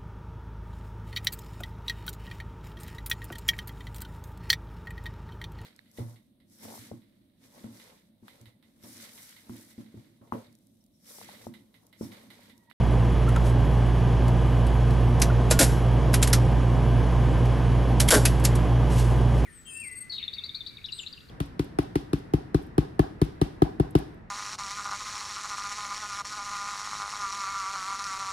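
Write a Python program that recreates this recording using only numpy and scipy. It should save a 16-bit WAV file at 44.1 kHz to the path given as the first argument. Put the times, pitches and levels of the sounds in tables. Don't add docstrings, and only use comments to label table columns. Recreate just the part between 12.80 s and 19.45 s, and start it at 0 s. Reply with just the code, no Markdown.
import sys
import numpy as np
from scipy import signal
from scipy.fft import rfft, irfft, next_fast_len
from scipy.io import wavfile
from scipy.ndimage import uniform_filter1d, minimum_filter1d, map_coordinates

SR = 44100
rng = np.random.default_rng(int(sys.argv[2]) if len(sys.argv) > 2 else 0)


def convert_level_to_amplitude(level_db):
    exponent = np.asarray(level_db, float) / 20
    return 10 ** exponent


def dump(signal):
    limited = np.clip(np.atleast_2d(signal).T, -1, 1)
    pcm = np.round(limited * 32767).astype(np.int16)
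    wavfile.write(sys.argv[1], SR, pcm)


N = 293265


def unit(x):
    return x / np.sqrt(np.mean(x ** 2) + 1e-20)


def along(points, hz):
    f, v = np.transpose(points)
    return np.interp(np.log(hz + 1), np.log(f + 1), v)


def filtered(x, response):
    m = next_fast_len(x.shape[-1] + 4096)
    hz = np.fft.rfftfreq(m, 1 / SR)
    return irfft(rfft(x, m) * response(hz), m)[..., :x.shape[-1]]


def noise(n, spectrum):
    return unit(filtered(rng.standard_normal(n), lambda hz: convert_level_to_amplitude(along(spectrum, hz))))


def peak(f, hz, width):
    return 1j * f * width / (hz * hz - f * f + 1j * f * width)


def resonant(n, response):
    return unit(filtered(rng.standard_normal(n), response))


def wobble(rate):
    knots = rng.standard_normal(int(N * rate / SR) + 4)
    return map_coordinates(knots, [np.arange(N) * rate / SR])


def spread(n, spectrum, alike):
    pair = np.array([noise(n, spectrum), noise(n, spectrum)])

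    def shares(hz):
        turn = np.arccos(np.clip(along(alike, hz), -1, 1)) / 2
        return np.array([np.cos(turn), np.sin(turn)])

    mid, side = filtered(pair, shares)
    return np.array([mid + side, mid - side])


def add(out, s, sound):
    part = out[:, round(s * SR):][:, :sound.shape[-1]]
    part += sound[..., :part.shape[1]]


def patchy(x, depth_db, from_hz):
    hz, _, z = signal.stft(x, SR, nperseg=512)
    field = uniform_filter1d(rng.standard_normal(z.shape[1:]), size=5, axis=0)
    field = unit(uniform_filter1d(field, size=4, axis=1))
    treble = 1 / (1 + (from_hz / (hz[:, None] + 1)) ** 4)
    return signal.istft(z * convert_level_to_amplitude(depth_db * field * treble), SR, nperseg=512)[1][:, :N]


COMPRESSOR_HZ, FAN_HZ, MAINS_HZ = 58.08, 23.5, 119.98
CYCLE_START_S = (3.352, 3.354, 3.352)
TONE_ORDERS = [(1, 0, 0), (2, 0, 0), (3, 0, 0), (4, 0, 0), (8, 0, 0), (12, 0, 0), (51, 0, 0), (57, 0, 0),
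               (53, 0, 0), (58, 0, 0), (0, 0, 1), (0, 0, 3), (1, 0, 1), (2, 0, 1), (0, 1, 0), (0, 4, 0),
               (0, 5, 0), (0, 6, 0), (0, 11, 0), (0, 12, 0), (0, -1, 1), (0, 1, 1), (0, -1, 2)]
TONE_DB = [-22, -31, -35.5, -54, -48, -54, -58.5, -59.5, -74, -62.5, -24, -51, -55, -41.5, -65, -55, -70,
           -36.5, -45.5, -45, -62, -36, -67]
# frequency in Hz, density in dB per Hz.
DUCT_RUMBLE = [(20, -35), (40, -19), (55, -6.5), (75, -12.5), (110, -1), (160, -11), (250, -11.5),
               (400, -14.5), (590, -17.5), (800, -18.5), (1060, -20.5), (1250, -38), (1700, -52),
               (3000, -120)]
# frequency in Hz, density in dB per Hz.
VENT_HISS = [(710, -29.5), (1200, 1.5), (1390, -7.5), (1560, -1.5), (1900, -7), (2480, -9), (2900, -10),
             (3170, -9), (3330, -13.5), (4010, -18), (6810, -23.5), (8200, -27.5), (10900, -25.5),
             (12000, -26.5), (12500, -50), (16200, -80), (22000, -120)]
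# frequency in Hz, left-right likeness from 0 to 1.
AIR_LIKENESS = [(60, 0.77), (130, 0.72), (280, 0.95), (590, 0.98), (1280, 0.96), (2740, 0.6), (5880, 0.91),
                (12600, 1.0)]
# frequency in Hz, left minus right in dB.
BASS_LEAN = [(60, -3), (110, -1), (200, -1.5), (360, 0.5), (650, 0)]


def air_conditioner():
    t = np.arange(N) / SR
    rates = (COMPRESSOR_HZ, FAN_HZ, MAINS_HZ)
    turns = np.array([hz * (t - start) for hz, start in zip(rates, CYCLE_START_S)])
    drone = np.zeros(N)
    for order, db in zip(TONE_ORDERS, TONE_DB):
        level = convert_level_to_amplitude(db + 0.48 * wobble(3.02))
        drone += level * np.sqrt(2) * np.cos(2 * np.pi * np.dot(order, turns))
    for hz, db in ((177.5, -44.5), (345.5, -47.5)):
        drone += convert_level_to_amplitude(db) * np.sqrt(2) * np.cos(2 * np.pi * hz * t)
    rumble = convert_level_to_amplitude(-27 + 0.59 * wobble(4.4)) * spread(N, DUCT_RUMBLE, AIR_LIKENESS)
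    hiss = patchy(spread(N, VENT_HISS, AIR_LIKENESS), depth_db=3.0, from_hz=9400)
    hiss = convert_level_to_amplitude(-41.5 + 0.31 * wobble(2.82)) * hiss
    late_s = 0.000091

    def bearing(hz):
        bass = hz < 900
        lean = convert_level_to_amplitude(np.outer([.5, -.5], along(BASS_LEAN, hz) * bass))
        return lean * np.exp(np.outer([-1j, 1j], np.pi * late_s * hz * bass))

    return filtered(drone + rumble + hiss, bearing)


# start in seconds, peak
# in dB, pitch in Hz, t60 in seconds.
HOLLOW_KNOCKS = [(.478, -27.5, 1330, 0.085), (0.56, -22, 1320, 0.069), (2.5, -26, 1400, .04),
                 (2.712, -30, 1430, 0.27), (3.341, -28, 2400, 0.032), (3.535, -26, 1350, .08),
                 (2.713, -19, 650, 0.083), (5.323, -1, 440, 0.056), (5.322, -8, 1560, 0.043),
                 (5.357, -12, 213, .07), (5.286, -15.5, 3250, 0.03), (5.455, -21, 2550, 0.065),
                 (5.652, -33, 2000, 0.027)]


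def knocks():
    out, t = np.zeros((2, N)), np.arange(SR // 8) / SR
    for s, db, hz, t60 in HOLLOW_KNOCKS:
        note = np.sin(2 * np.pi * hz * t)
        neighbour = .5 * np.sin(2 * np.pi * (1.06 * hz * t + rng.random()))
        envelope = convert_level_to_amplitude(db - 60 * t / t60) * (1 - np.exp(-t / 0.00072))
        add(out, s, envelope * (note + neighbour))
    return out


# frequency in Hz, left-right likeness from 0 to 1.
NEAR_LIKENESS = [(200, .9), (1000, .95), (3000, .9), (12000, .88)]
# frequency in Hz, t60 in seconds.
CABIN_T60 = [(200, 0.076), (1500, 0.08), (5000, 0.094), (12000, 0.073)]


def cabin(x, late_db=-22, late=5.8):
    hz, t, z = signal.stft(spread(SR // 3, [(20, 0), (20000, 0)], NEAR_LIKENESS), SR, nperseg=256)
    fall_db = -60 * t / along(CABIN_T60, hz)[:, None]
    decay = convert_level_to_amplitude(fall_db) + convert_level_to_amplitude(late_db + fall_db / late)
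    tail = signal.istft(z * decay, SR, nperseg=256)[1]
    return signal.fftconvolve(x[None], tail / np.linalg.norm(tail[0]), axes=1)


# frequency in Hz, density in dB per Hz.
STEEL_BODY = [(710, -19), (1200, -12), (1530, -7), (1830, -2), (2710, -5.5), (4210, -3.5), (8200, -4.5),
              (10800, -3.5), (12000, 3.5), (12500, -3), (16200, -57), (22000, -120)]
# frequency in Hz, width in Hz, level in dB.
FRAME_MODES = [(3300, 240, -12), (5490, 330, -8), (6470, 130, -6.5), (7500, 350, 1.5), (9250, 260, -7.5),
               (10300, 260, -5), (10830, 480, -4)]


def clatter(n, grain_db):
    modes = [(hz, width, db + rng.normal(0, 3)) for hz, width, db in FRAME_MODES]

    def frame(f):
        return 1 + sum(convert_level_to_amplitude(db - 1.5) * np.abs(peak(f, hz, width)) ** 2 for hz, width, db in modes)

    grain = convert_level_to_amplitude(grain_db * unit(uniform_filter1d(rng.standard_normal(n), size=60)))
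    return unit(filtered(spread(n, STEEL_BODY, NEAR_LIKENESS) * grain, frame))


# start in seconds, peak in dB, grip knock in dB, ring in Hz.
HANDLING_TICKS = [(0.487, -34, 2, 9600), (0.5596, -30.5, 9, 6900), (1.479, -34, -5, 4400),
                  (1.865, -36, -6, 9030), (2.105, -37, 0, 4030), (4.653, -37, 0, 5180),
                  (5.597, -36, -10, 7800), (5.7518, -25.5, -14, 8900), (6.12, -36, 7, 4010),
                  (6.168, -35, -10, 6000), (6.1958, -32, -14, 8260)]
# start in seconds, peak in dB, grip knock in dB, ring in Hz, cabin share in dB.
LEVER_SNAPS = [(2.417, -6, -12, 5970, -6.5), (2.708, -5.5, -29, 7500, -3), (3.3387, -10, -5, 10500, -3.5),
               (3.4258, -6.5, -8.5, 7400, -6), (3.472, -17, -10, 10600, -3.5), (3.529, -5, -27, 5540, -5),
               (5.199, -8, -16, 9900, -1), (5.2845, -10, -15, 10700, -3), (5.4515, -5.5, -14, 10500, -3.5),
               (5.6491, -8, -21, 7200, -6)]
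# start in seconds, peak in dB.
LEVER_CREEPS = [(2.397, -29), (2.7014, -24), (3.33, -26), (3.4165, -27), (5.277, -23), (5.639, -21),
                (3.497, -30)]
# frequency in Hz, density in dB per Hz.
GRIP = [(900, -2), (1400, 6.5), (2600, 1), (3600, -7), (5000, -33)]


def handle():
    out, t = np.zeros((2, N)), np.arange(SR // 16) / SR
    faint_room_db = -3.5
    slips = [*LEVER_SNAPS]
    slips += [(*row, faint_room_db) for row in HANDLING_TICKS]
    slips += [(s, db, -12, 10800, faint_room_db) for s, db in LEVER_CREEPS]
    rattle = (1 - np.exp(-t / 0.00117)) / (1 + (t / 0.0069) ** 8) * convert_level_to_amplitude(-150 * t)
    impulse = 1. * (np.arange(256) == 128)
    for s, db, knock_db, ring_hz, room_db in slips:
        steel = clatter(len(t), grain_db=1.5) * rattle
        ring = resonant(len(t), lambda f: peak(f, ring_hz, 650)) * rattle
        grip = noise(len(t), GRIP) * rattle
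        add(out, s, convert_level_to_amplitude(db - 10) * (steel + convert_level_to_amplitude(-5.0) * ring + convert_level_to_amplitude(knock_db) * grip))

        def colour(f):
            struck = convert_level_to_amplitude(along(STEEL_BODY, f)) * (1 + convert_level_to_amplitude(-2) * np.abs(peak(f, ring_hz, 900)) ** 2)
            return struck + convert_level_to_amplitude(knock_db - 3.5 + along(GRIP, f))

        crack = filtered(impulse, colour)
        echo = cabin(crack / np.linalg.norm(crack), late_db=-27)
        add(out, s + .001, convert_level_to_amplitude(db + room_db + 18) * echo)
    return out


# full contact in seconds, level in dB, hold in seconds, fade in dB per second.
HAND_STROKES = [(.654, -49, 0.042, 400), (6.118, -41.5, .008, 200), (6.16, -44, 0.027, 60),
                (6.186, -40.5, .02, 190), (6.553, -53, .1, 100)]
# frequency in Hz, density in dB per Hz.
FABRIC_WEAVE = [(880, -32), (1500, -6), (3190, -6), (4240, -7.5), (11100, -9.5), (12100, -5), (12500, -51),
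                (16200, -81), (22000, -120)]


def cloth():
    t = np.arange(N) / SR
    power = np.zeros(N)
    for s, db, hold, fade in HAND_STROKES:
        approach_db = 420 * np.maximum(s - t, 0)
        fade_db = fade * np.maximum(t - s - hold, 0)
        power += convert_level_to_amplitude(db - approach_db - fade_db) ** 2
    grain = convert_level_to_amplitude(1.6 * wobble(147) + 1.5 * wobble(40))
    return np.sqrt(power) * grain * spread(N, FABRIC_WEAVE, NEAR_LIKENESS)


# start in seconds, steel in dB, board in dB, magazine clack in dB, low thud in dB.
BLOWS = [
    (2.709, -38, -17, -37, -35),
    (2.790, 6, -2, -7, 0),
    (2.811, -13, -11, -18, -12),
    (5.305, 7.5, -7, -3, -7),
    (5.322, -5, 1.5, -2, -6),
    (5.357, -16, -15, -23, -7),
]
# frequency in Hz, width in Hz, level in dB.
BOARD_MODES = [(469, 136, -1.5), (635, 144, 1), (866, 320, -8), (1115, 120, -9.5)]


def driver():
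    out, t = np.zeros((2, N)), np.arange(SR // 4) / SR

    def wood(f):
        return sum((-1) ** k * convert_level_to_amplitude(db) * peak(f, hz, width) for k, (hz, width, db) in enumerate(BOARD_MODES))

    for s, steel_db, board_db, clack_db, thud_db in BLOWS:
        t60_s = .1 if steel_db > 0 else .077
        fall = convert_level_to_amplitude(-60 * t / t60_s) * (1 - np.exp(-t / 0.001))
        board = resonant(len(t), wood) * (1 - np.exp(-t / 0.0013))
        clack = resonant(len(t), lambda f: peak(f, 1527, 330) ** 2)
        thud = resonant(len(t), lambda f: peak(f, 287, 250) ** 2) * (1 - np.exp(-t / 0.0046))
        body = (convert_level_to_amplitude(board_db) * board + convert_level_to_amplitude(clack_db) * clack + convert_level_to_amplitude(thud_db) * thud) * fall
        steel = convert_level_to_amplitude(steel_db) * clatter(len(t), grain_db=2.5) * fall
        add(out, s, steel + body)
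        add(out, s + .002, convert_level_to_amplitude(-11.5) * cabin(steel[0] + body, late_db=-22))
    return out


def scene():
    return air_conditioner() + knocks() + handle() + cloth() + driver()


def limiter(x):
    hold_s, smooth_s = .004, .002
    level = np.sqrt(np.abs(uniform_filter1d(np.mean(x ** 2, 0), size=SR // 500)))
    need = np.minimum(1, .42 / (1.805 * level + 1e-9))
    held = minimum_filter1d(need, size=max(3, round(hold_s * SR)), origin=0)
    return x * convert_level_to_amplitude(uniform_filter1d(20 * np.log10(held), size=max(3, round(smooth_s * SR))))


# frequency in Hz, share lost from 0 to 1.
FAINT_LOSS = [(4000, 0), (6000, .06), (7200, .14), (8400, .33), (9600, .18), (11000, .07), (11800, .2),
              (12030, .5), (12050, 1)]


def thrift(x, faint_db, side_db, side_hz):
    hz, _, z = signal.stft([x[0] + x[1], x[0] - x[1]], SR, nperseg=2048)
    band = np.arange(len(hz)) // 10
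    power = np.add.reduceat(np.abs(z) ** 2, np.arange(0, len(hz), 10), axis=1)
    luck = rng.random(power.shape)[:, band]
    level_db = 10 * np.log10(power + 1e-20)[:, band]
    keep_mid = (luck[0] > along(FAINT_LOSS, hz)[:, None]) | (level_db[0] > faint_db)
    bass = hz[:, None] < side_hz * (.8 + .4 * luck[1, :1])
    loud = (level_db[1] > side_db) & (luck[1, band // 4 * 40] < .1)
    kept = [z[0] * keep_mid, z[1] * (bass | loud)]
    mid, side = signal.istft(kept, SR, nperseg=2048)[1][:, :N]
    return np.array([mid + side, mid - side]) / 2


def low_pass(x):
    return signal.sosfilt(signal.butter(12, 13220, fs=SR, output="sos"), x)


def record(dry):
    x = thrift(limiter(dry), faint_db=-64, side_db=-50, side_hz=1600)
    mix = filtered(x, lambda hz: (hz > 12) / (1 + (hz / 11780) ** 60))
    return low_pass(mix)


dry = scene()
out = record(dry)
dump(out)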